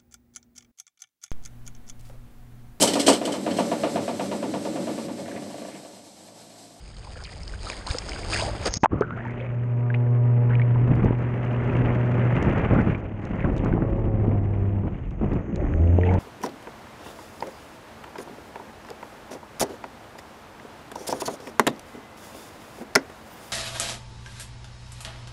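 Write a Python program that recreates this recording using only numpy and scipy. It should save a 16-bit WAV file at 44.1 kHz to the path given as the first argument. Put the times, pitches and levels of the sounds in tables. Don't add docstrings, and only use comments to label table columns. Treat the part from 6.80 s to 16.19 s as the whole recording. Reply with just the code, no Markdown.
import sys
import numpy as np
from scipy import signal
from scipy.fft import rfft, irfft, next_fast_len
from scipy.io import wavfile

SR = 44100
rng = np.random.default_rng(int(sys.argv[2]) if len(sys.argv) > 2 else 0)


def master_out(mix):
    frames = np.transpose(np.atleast_2d(mix))
    ceiling = np.clip(frames, -1, 1)
    pcm = np.round(ceiling * 32767).astype(np.int16)
    wavfile.write(sys.argv[1], SR, pcm)


N = 414099
TIME = np.arange(N) / SR
EVENT_TIME = np.arange(SR * 3 // 4) / SR

# time in seconds, mean blade-pass frequency in Hz.
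SPEED = [(0, 71.5), (1.3, 92.6), (1.8, 111.2), (2.3, 118.4), (2.7, 120.1), (4.2, 120.4), (5.55, 121.7),
         (6.3, 101.6), (6.55, 104.6), (7.05, 110.4), (7.3, 108.6), (7.6, 99.5), (8.0, 99.75), (8.3, 81.32),
         (8.7, 66.2), (9.1, 86.2), (9.39, 93.4)]
# time in seconds, relative level in dB.
HEAVE = [(0, -43.5), (0.72, -35), (0.94, -41.5), (1.85, -30.5), (2.25, -47.5), (3.2, -60), (4.1, -43.5),
         (4.5, -49.5), (5.9, -39.5), (6.33, -46), (6.8, -29.5), (7.8, -35), (8.5, -36), (8.65, -48),
         (8.85, -27.5), (9.39, -38.5)]
# frequency in Hz, relative density in dB per Hz.
SPRAY_SPECTRUM = [(2000, -9), (3400, -8.5), (4200, -6.5), (4900, 4), (5400, -6.5), (5900, -20),
                  (6500, -3.5), (7200, -10.5), (9200, -6.5), (9800, -23.5), (10400, -46), (14000, -55)]
# frequency in Hz, relative density in dB per Hz.
TICK_SPECTRUM = [(500, -11), (2500, 8.5), (5500, 0), (6500, 3.5), (7500, -4), (9500, -13.5), (14000, -44)]
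# start in seconds, length in seconds, relative level of eddies in dB, of bubbles in dB.
SURGES = [(2.11, 0.051, -26.5, -51), (2.35, 0.35, -46.5, -46.5), (3.69, 0.035, -34.5, -43),
          (3.95, 0.11, -28, -56), (4.07, 0.11, -22, -44.5), (4.22, 0.041, -20, -39), (4.88, 0.21, -27, -47),
          (5.54, 0.16, -21.5, -36), (5.75, 0.11, -23.5, -42), (5.9, 0.11, -18.5, -47),
          (6.05, 0.084, -24.5, -40.5), (6.45, 0.18, -36, -44), (6.635, 0.042, -18.5, -45.5),
          (6.83, 0.05, -20, -44.5), (6.9, 0.14, -23.5, -60), (7.43, 0.092, -22.5, -53),
          (8.03, 0.062, -26.5, -74), (8.41, 0.073, -22, -50.5), (8.51, 0.065, -22.5, -47.5),
          (8.77, 0.066, -38, -56), (9.25, 0.11, -25.5, -49.5)]
SURGE_ATTACK_SHARE, SURGE_RELEASE_S = 0.063, 0.05
SHUT_S = 1.982


def amp(db):
    return 10 ** (np.asarray(db) / 20)


def unit(x):
    return x / np.sqrt(np.mean(x ** 2) + 1e-20)


def curves(rows):
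    s, *columns = np.transpose(rows)
    return [np.interp(TIME, s, c) for c in columns]


def add(mix, s, sound):
    part = mix[max(round(s * SR), 0):][:len(sound)]
    part += sound[:len(part)]


def colour(x, spectrum):
    f, db = np.transpose(spectrum)
    log_hz = np.log(abs(np.fft.fftfreq(8192, 1 / SR)) + 1)
    log_gain = np.log(amp(np.interp(log_hz, np.log(f), db)))
    response = np.exp(np.conj(signal.hilbert(log_gain)))
    taps = np.fft.ifft(response).real[:4096]
    return unit(signal.oaconvolve(x, taps)[:N])


def resonate(x, hz, width_hz):
    turn = np.exp(2j * np.pi * np.cumsum(hz * np.ones(len(x))) / SR)
    r = np.exp(-np.pi * width_hz / SR)
    lowered = signal.lfilter([1], [1, -2 * r, r * r], x / turn)
    return unit((turn * lowered).real)


def muffle(x, edge_hz, order=4):
    return signal.sosfilt(signal.butter(order, edge_hz, fs=SR, output="sos"), x)


def drift(rate, step_count=64):
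    size = next_fast_len(N // step_count + 2)
    hz = np.fft.rfftfreq(size, step_count / SR)
    spectrum = rfft(rng.standard_normal(size)) * np.exp(-(hz / rate) ** 2)
    slow = irfft(spectrum, size)
    return unit(np.interp(np.arange(N) / step_count, np.arange(size), slow))


def impacts(per_s, spread_db):
    size = amp(spread_db * np.minimum(rng.exponential(1, N), 4))
    return size * rng.choice([-1, 1], N) * (rng.random(N) < per_s / SR)


def envelope(length, attack_s, release_s):
    attack = np.clip(EVENT_TIME / attack_s, 0, 1)
    return attack * np.exp(-np.clip((EVENT_TIME - length) / release_s, 0, 30))


def swells(rows, attack_share, release_s):
    powers = np.zeros((2, N))
    for start, length, *levels in rows:
        for power, db in zip(powers, levels):
            add(power, start, (amp(db) * envelope(length, attack_share * length, release_s)) ** 2)
    return powers


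def bubble(hz, t60, rise=0.39):
    t = np.arange(int(t60 * SR) + 2) / SR
    ring = np.sin(2 * np.pi * hz * (t + rise * t ** 2 / (2 * t60)))
    return ring * amp(-60 * t / t60) * (1 - np.exp(-4 * hz * t))


def cloud(low_hz, high_hz, per_s, cycles, spread_db, rise, count=28):
    pitches = np.geomspace(low_hz, high_hz, count) * rng.uniform(.97, 1.03, count)
    hits, kind = impacts(per_s, spread_db), rng.integers(0, count, N)
    swarm = np.zeros(N)
    for k, hz in enumerate(pitches):
        rings = signal.oaconvolve(hits * (kind == k), bubble(hz, cycles / hz, rise))[:N]
        swarm += rings * np.sqrt(hz)
    return unit(swarm)


def rumble(gain_db=5.0, surge_db=-12.5):
    # frequency in Hz, relative density in dB per Hz.
    swell_spectrum = [(10, -17.5), (25, -2.5), (45, 6), (80, -1), (120, -6.5), (200, -14.5), (500, -81.5)]
    eddy_power = swells(SURGES, SURGE_ATTACK_SHARE, SURGE_RELEASE_S)[0]
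    level = np.sqrt(amp(curves(HEAVE)[0]) ** 2 + amp(surge_db) ** 2 * eddy_power)
    return colour(rng.standard_normal(N), swell_spectrum) * level * amp(gain_db)


def surface():
    # frequency in Hz, relative density in dB per Hz.
    slosh_spectrum = [(90, -21.5), (200, 3), (600, 4), (1000, -2.5), (1600, -4), (2800, -10.5),
                      (4000, -14.5), (6000, -42.5)]
    # start in seconds, length in seconds, relative level of slosh in dB, of spray in dB.
    splashes = [(0.79, 0.12, -42.5, -43.5), (1.06, 0.059, -41.5, -38), (1.17, 0.24, -42, -46.5),
                (1.46, 0.14, -37.5, -32), (1.853, 0.0047, -26.5, -37)]
    # time in seconds, relative level of its squeal in dB.
    film_levels = [(1.82, -63), (1.86, -29), (1.91, -43), (1.945, -31), (1.975, -27.5), (1.985, -71),
                   (2.025, -46.5), (2.06, -59)]

    wash_hz, wash_slosh_db, wash_spray_db = 99.1, -40, -48
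    slosh_growth, spray_growth = 4.96, 2.46
    speed_db = 20 * np.log10(curves(SPEED)[0] / wash_hz)
    slosh_power, spray_power = swells(splashes, attack_share=0.5, release_s=0.069)
    slosh_level = np.sqrt(slosh_power + amp(wash_slosh_db + slosh_growth * speed_db) ** 2)
    spray_level = np.sqrt(spray_power + amp(wash_spray_db + spray_growth * speed_db) ** 2)

    cover_s, cover_db_per_s, covered_slosh_db = 1.882, 1006, -8.5
    cover_db = -cover_db_per_s * np.clip(TIME - cover_s, 0, .1)
    splashing_db = 1.6 * drift(45)

    chirps = cloud(low_hz=417, high_hz=2300, per_s=150, cycles=28, spread_db=4, rise=0.15)
    lapping = colour(impacts(per_s=1700, spread_db=0.5), slosh_spectrum)
    slosh = (0.76 * lapping + 0.5 * chirps) * slosh_level
    slosh *= amp(splashing_db + np.maximum(cover_db, covered_slosh_db))

    droplets = cloud(low_hz=2200, high_hz=5100, per_s=160, cycles=36, spread_db=4.5, rise=0.05)
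    patter = unit(impacts(per_s=2500, spread_db=5.5))
    mist = colour(patter + 0.69 * rng.standard_normal(N), SPRAY_SPECTRUM)
    spray = unit(mist + .5 * droplets) * spray_level * amp(splashing_db + cover_db)

    leak = impacts(per_s=1300, spread_db=4.5)
    squeal = resonate(leak, hz=6430, width_hz=320) + 0.95 * resonate(leak, hz=5320, width_hz=1200)
    film = muffle(squeal, 7600, order=8) * amp(curves(film_levels)[0] - 6.0)
    film *= (TIME > film_levels[0][0]) * (TIME < film_levels[-1][0])
    return (slosh + spray) * (TIME < SHUT_S) + film


def drops(drop_t60=0.011, splat=0.78, splat_s=0.0019):
    # start in seconds, relative level in dB, initial pitch in Hz.
    drop_rows = [(0.438, -31, 4970), (0.633, -32, 4970), (0.679, -30, 4570), (0.900, -18.5, 2300),
                 (1.070, -21.5, 4000), (1.112, -24, 4330), (1.185, -16.5, 5000), (1.293, -23, 4960),
                 (1.859, -18, 4650), (1.939, -14, 5700)]
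    out, t = np.zeros(N), np.arange(SR // 20) / SR
    patter = colour(signal.unit_impulse(N), SPRAY_SPECTRUM)[:len(t)]
    for s, db, hz in drop_rows:
        spatter = signal.fftconvolve(rng.standard_normal(len(t)) * np.exp(-t / splat_s), patter)
        add(out, s, amp(db) * splat * spatter / abs(spatter).max())
        add(out, s, amp(db) * bubble(hz, drop_t60))
    return muffle(out, 9000, order=8)


def flow():
    # frequency in Hz, relative density in dB per Hz.
    eddy_spectrum = [(30, -30), (70, -1), (110, 3.5), (200, 1), (330, -5.5), (500, -12.5), (800, -18.5),
                     (1300, -27.5), (2500, -60), (4000, -83.5)]
    # frequency in Hz, relative density in dB per Hz.
    rush_spectrum = [(200, -18), (500, 18), (900, 6.5), (1300, 7.5), (2100, 5.5), (2800, -5.5), (3300, -13),
                     (4000, -38), (6500, -34.5), (8000, -36.5), (10000, -49.5), (14000, -61)]
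    # time in seconds, relative level in dB.
    stream_levels = [(2.1, -54), (3.0, -48.5), (3.9, -43.5), (4.9, -37), (6.0, -33), (6.25, -49),
                     (6.9, -45.5), (7.7, -51), (8.3, -61), (8.68, -51), (8.85, -49.5), (9.17, -52.5),
                     (9.39, -51)]
    # time in seconds, gain of its smallest bubbles in dB.
    fineness = [(2.3, 5.5), (2.6, 4.5), (3.3, -4.5), (4.0, -2), (4.7, 0.5), (5.8, -3.5), (6.6, 4.5),
                (7.3, -0.5), (8.2, 15.5), (8.7, 1), (9.3, 13)]

    stream_db = curves(stream_levels)[0]
    eddy_db = 10 + 0.44 * curves(HEAVE)[0] + 0.49 * stream_db
    eddy_power, bubble_power = swells(SURGES, SURGE_ATTACK_SHARE, SURGE_RELEASE_S)
    gusts = drift(66)
    eddies = colour(impacts(per_s=1200, spread_db=3.0), eddy_spectrum)
    eddies *= np.sqrt(amp(eddy_db) ** 2 + eddy_power) * amp(1.2 * gusts)

    fine_hits = unit(impacts(per_s=2500, spread_db=1.0))
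    fizz = colour(fine_hits + 0.39 * rng.standard_normal(N), rush_spectrum)
    gurgle = cloud(low_hz=700, high_hz=2750, per_s=1300, cycles=19, spread_db=2.6, rise=0.08)
    pops = colour(impacts(per_s=380, spread_db=4.2), TICK_SPECTRUM)
    stream = fizz + 0.58 * muffle(gurgle, 3200) + amp(-29.5) * pops
    coarse = muffle(stream, 3700, order=1)
    rush = coarse + (stream - coarse) * amp(curves(fineness)[0])
    rush *= np.sqrt(amp(stream_db) ** 2 + bubble_power) * amp(1.9 * gusts)

    large = cloud(low_hz=400, high_hz=2400, per_s=480, cycles=11, spread_db=3.3, rise=.1)
    clumps = unit(muffle(large, 2800) * amp(2.5 * gusts))
    churn = clumps * np.sqrt(bubble_power)
    return (eddies + rush + churn) * (TIME > SHUT_S)


def sliding_tones(width_share=0.2, wobble=0.054):
    # start in seconds, length in seconds, first and last pitch in Hz before wobble, relative level in dB.
    tone_rows = [(0.8, 0.15, 4630, 3900, -51.5), (2.11, 0.27, 1220, 1475, -42),
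                 (2.16, 0.036, 320, 254, -35.5), (2.345, 0.12, 604, 833, -42.5),
                 (2.545, 0.12, 372, 590, -43), (8.673, 0.094, 422.1, 385, -41),
                 (8.687, 0.071, 284.8, 163, -32), (8.775, 0.062, 565, 653, -33.5),
                 (8.788, 0.059, 416, 294, -30), (9.255, 0.094, 784, 870, -31)]
    out = np.zeros(N)
    waver, fits = 1 + wobble * drift(45), unit(amp(3.2 * drift(55)))
    for start, length, first_hz, last_hz, db in tone_rows:
        level = envelope(length, attack_s=0.012, release_s=0.025)
        hz = np.interp(EVENT_TIME, [0, length], [first_hz, last_hz]) * waver[:len(level)]
        slide = resonate(rng.standard_normal(len(level)), hz, width_share * first_hz) * level
        add(out, start, amp(db) * slide * np.linalg.norm(level) / np.linalg.norm(slide))
    return out * fits


def flurries(scatter=0.15, cycles=26):
    # start in seconds, length in seconds, first and last central pitch in Hz, relative level in dB.
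    flurry_rows = [(0.242, 0.068, 960, 700, -49.5), (0.353, 0.064, 1580, 1310, -50.5),
                   (0.44, 0.016, 5100, 3450, -42.5), (0.441, 0.061, 2330, 1740, -49.5),
                   (1.062, 0.05, 905, 1680, -38.5), (1.513, 0.1, 1320, 2800, -33.5),
                   (1.588, 0.11, 970, 660, -34), (1.841, 0.027, 430, 614, -34),
                   (2.368, 0.155, 1550, 1840, -43.5), (2.594, 0.071, 2120, 2500, -47),
                   (3.702, 0.055, 1560, 2170, -39), (5.943, 0.074, 816, 1930, -34),
                   (6.589, 0.046, 2220, 1830, -41), (6.639, 0.046, 1100, 680, -37),
                   (8.799, 0.1, 1950, 1880, -51.5), (9.245, 0.1, 2250, 1680, -44.5)]
    out = np.zeros(N)
    for start, length, first_hz, last_hz, db in flurry_rows:
        flurry = np.zeros(len(EVENT_TIME))
        count = round(6 + 110 * length)
        places = (np.arange(count) + rng.random(count)) / count
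        for place, (detune, size) in zip(places, rng.standard_normal((count, 2))):
            hz = first_hz * (last_hz / first_hz) ** place * np.exp(scatter * detune)
            add(flurry, place * length, amp(3.5 * size) * bubble(hz, cycles / hz))
        flurry = muffle(flurry, min(1.4 * max(first_hz, last_hz), SR / 3))
        add(out, start, amp(db) * flurry * np.sqrt(length * SR) / np.linalg.norm(flurry))
    return out


def strikes(tick_db=-1):
    # start in seconds, relative level in dB, initial pitch in Hz, 60 dB decay time in seconds.
    bubble_rows = [(0.869, -28, 1260, 0.045), (0.899, -29, 1090, 0.017), (1.111, -24, 2330, 0.0099),
                   (1.148, -22, 485, 0.049), (1.622, -20, 633, 0.055), (2.034, -1.5, 1170, 0.0028),
                   (2.038, -6, 890, 0.045), (2.041, -18, 2500, 0.016), (2.046, -4, 863, 0.016),
                   (2.058, 0.5, 950, 0.0052), (2.2095, -7, 400, 0.055), (2.221, -15, 1240, 0.02),
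                   (2.307, -14, 1230, 0.0086), (3.102, -22, 1585, 0.024), (3.142, -22.5, 1942, 0.015),
                   (3.146, -21, 2370, 0.012), (3.797, -23.5, 1830, 0.023), (3.817, -23, 2170, 0.026),
                   (3.958, -23.5, 910, 0.018), (4.165, -22, 890, 0.0096), (4.306, -25, 905, 0.009),
                   (5.952, -15, 554, 0.02), (6.148, -25, 2270, 0.027), (6.646, -20.5, 1455, 0.014),
                   (6.861, -21.5, 1390, 0.0094), (6.926, -24, 1480, 0.02), (6.978, -18.5, 710, 0.017),
                   (7.021, -24, 1320, 0.011), (8.851, -27, 1800, 0.0085), (8.938, -19, 1480, 0.0069),
                   (9.075, -30, 2697, 0.007), (9.212, -28.5, 2265, 0.01), (9.234, -22, 1840, 0.028),
                   (9.291, -31.5, 2170, 0.056)]
    # centre in seconds, relative peak level in dB, pitch in Hz.
    thump_rows = [(1.109, -19, 55.7), (1.971, -22, 128), (2.035, -12, 195), (2.133, -11, 187),
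                  (2.143, -17, 247), (4.117, -12, 163), (4.247, -11.5, 261), (4.309, -11.5, 236),
                  (5.681, -12.5, 208), (6.65, -11, 263), (6.938, -11.5, 200), (7.024, -13, 218),
                  (7.482, -10.5, 194), (9.188, -8.5, 364)]
    # start in seconds, relative peak level in dB.
    tick_rows = [(2.036, -21), (2.045, -22), (2.208, -36.5), (4.154, -42), (4.246, -39.5), (5.626, -32.5),
                 (6.452, -37.5), (6.765, -38), (6.78, -35), (6.847, -40.5), (8.308, -45), (8.534, -40),
                 (8.759, -32), (9.339, -37)]

    bubbles, knocks, t = np.zeros(N), np.zeros(N), np.arange(SR // 12) / SR
    for s, db, hz, t60 in bubble_rows:
        tear = rng.standard_normal(len(t)) * amp(-60 * t / t60)
        burst = resonate(tear, hz, width_hz=0.85 * hz)
        add(bubbles, s, amp(db) * .35 * burst / abs(burst).max())
        add(bubbles, s, amp(db) * bubble(hz, t60, rise=0.22))
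    for s, db, hz in thump_rows:
        u = 2 * np.pi * hz * (t - t.mean())
        add(knocks, s - t.mean(), -amp(db) * u * np.exp((1 - u ** 2) / 2))
    tick = colour(signal.unit_impulse(N), TICK_SPECTRUM)[:len(t)]
    for s, db in tick_rows:
        crackle = signal.fftconvolve(rng.standard_normal(len(t)) * np.exp(-t / 0.0024), tick)
        add(knocks, s, amp(db + tick_db) * crackle / abs(crackle).max())
    return muffle(bubbles, 3000) + knocks


def housing_hiss():
    # time in seconds, relative level in dB.
    hiss_levels = [(2.1, -86), (8.0, -87.5), (8.9, -70.5)]
    return resonate(rng.standard_normal(N), hz=6430, width_hz=850) * amp(curves(hiss_levels)[0])


def impeller(blades=3):
    # multiple of the shaft rate, relative level in dB.
    orders = [(6, 5.5), (9, -2.5), (10, -1.5), (12, -3.5), (15, -5.5), (18, -11), (21, -11.5), (24, -13.5),
              (27, -22), (30, -22)]
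    # frequency in Hz, gain in dB.
    hull = [(170, -7.5), (240, -1), (270, -8), (325, 3), (380, -1), (440, 1.5), (505, -2), (550, 3.5),
            (620, 1.5), (800, -2), (970, 3)]
    # time in seconds, relative level in dB.
    hum_levels = [(1.3, -52), (1.55, -28.5), (1.9, -39.5), (2.6, -32.5), (2.82, -23.5), (3.45, -16.5),
                  (4.0, -17), (4.5, -25.5), (5.55, -19), (5.7, -39.5), (7.15, -30.5), (7.4, -21.5),
                  (8.0, -22.5), (8.1, -40), (8.7, -47), (9.03, -13.5), (9.39, -20)]
    # time in seconds, relative level in dB.
    whine_levels = [(1.05, -51), (1.55, -33.5), (1.9, -48.5), (2.65, -39), (2.85, -40), (3.3, -32),
                    (4.4, -36.5), (5.1, -30), (6.3, -39.5), (7.2, -32), (8.0, -33), (8.25, -60),
                    (8.75, -34), (9.0, -26), (9.39, -25)]

    shaft_hz = curves(SPEED)[0] * (1 + .002 * drift(11.14)) / blades
    angle = 2 * np.pi * np.cumsum(shaft_hz) / SR
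    tone = np.sqrt(2) * np.sin(blades * angle) * amp(curves(hum_levels)[0] + .5 * drift(16))
    overtones = np.zeros(N)
    for k, db in orders:
        hull_db = np.interp(k * shaft_hz, *np.transpose(hull))
        level_db = db + hull_db + 0.69 * np.sqrt(k) * drift(6.6)
        phase = rng.uniform(0, 2 * np.pi) + .036 * k * drift(34)
        overtones += amp(level_db) * np.sin(k * angle + phase)
    return tone + unit(overtones) * amp(curves(whine_levels)[0])


def scene():
    port = np.interp(TIME, [SHUT_S - .005, SHUT_S, 2.09, 2.12], [0.52, 0.085, 0.13, 0.84])
    through_port = port * (rumble() + flow() + housing_hiss() + impeller())
    return (through_port + surface() + drops() + sliding_tones() + flurries() + strikes())[None]


def record(dry):
    taps = signal.firwin(511, 13900, window=("kaiser", 9), fs=SR)
    return signal.oaconvolve(dry, taps[None], "same")


dry = scene()
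out = record(dry)
master_out(out)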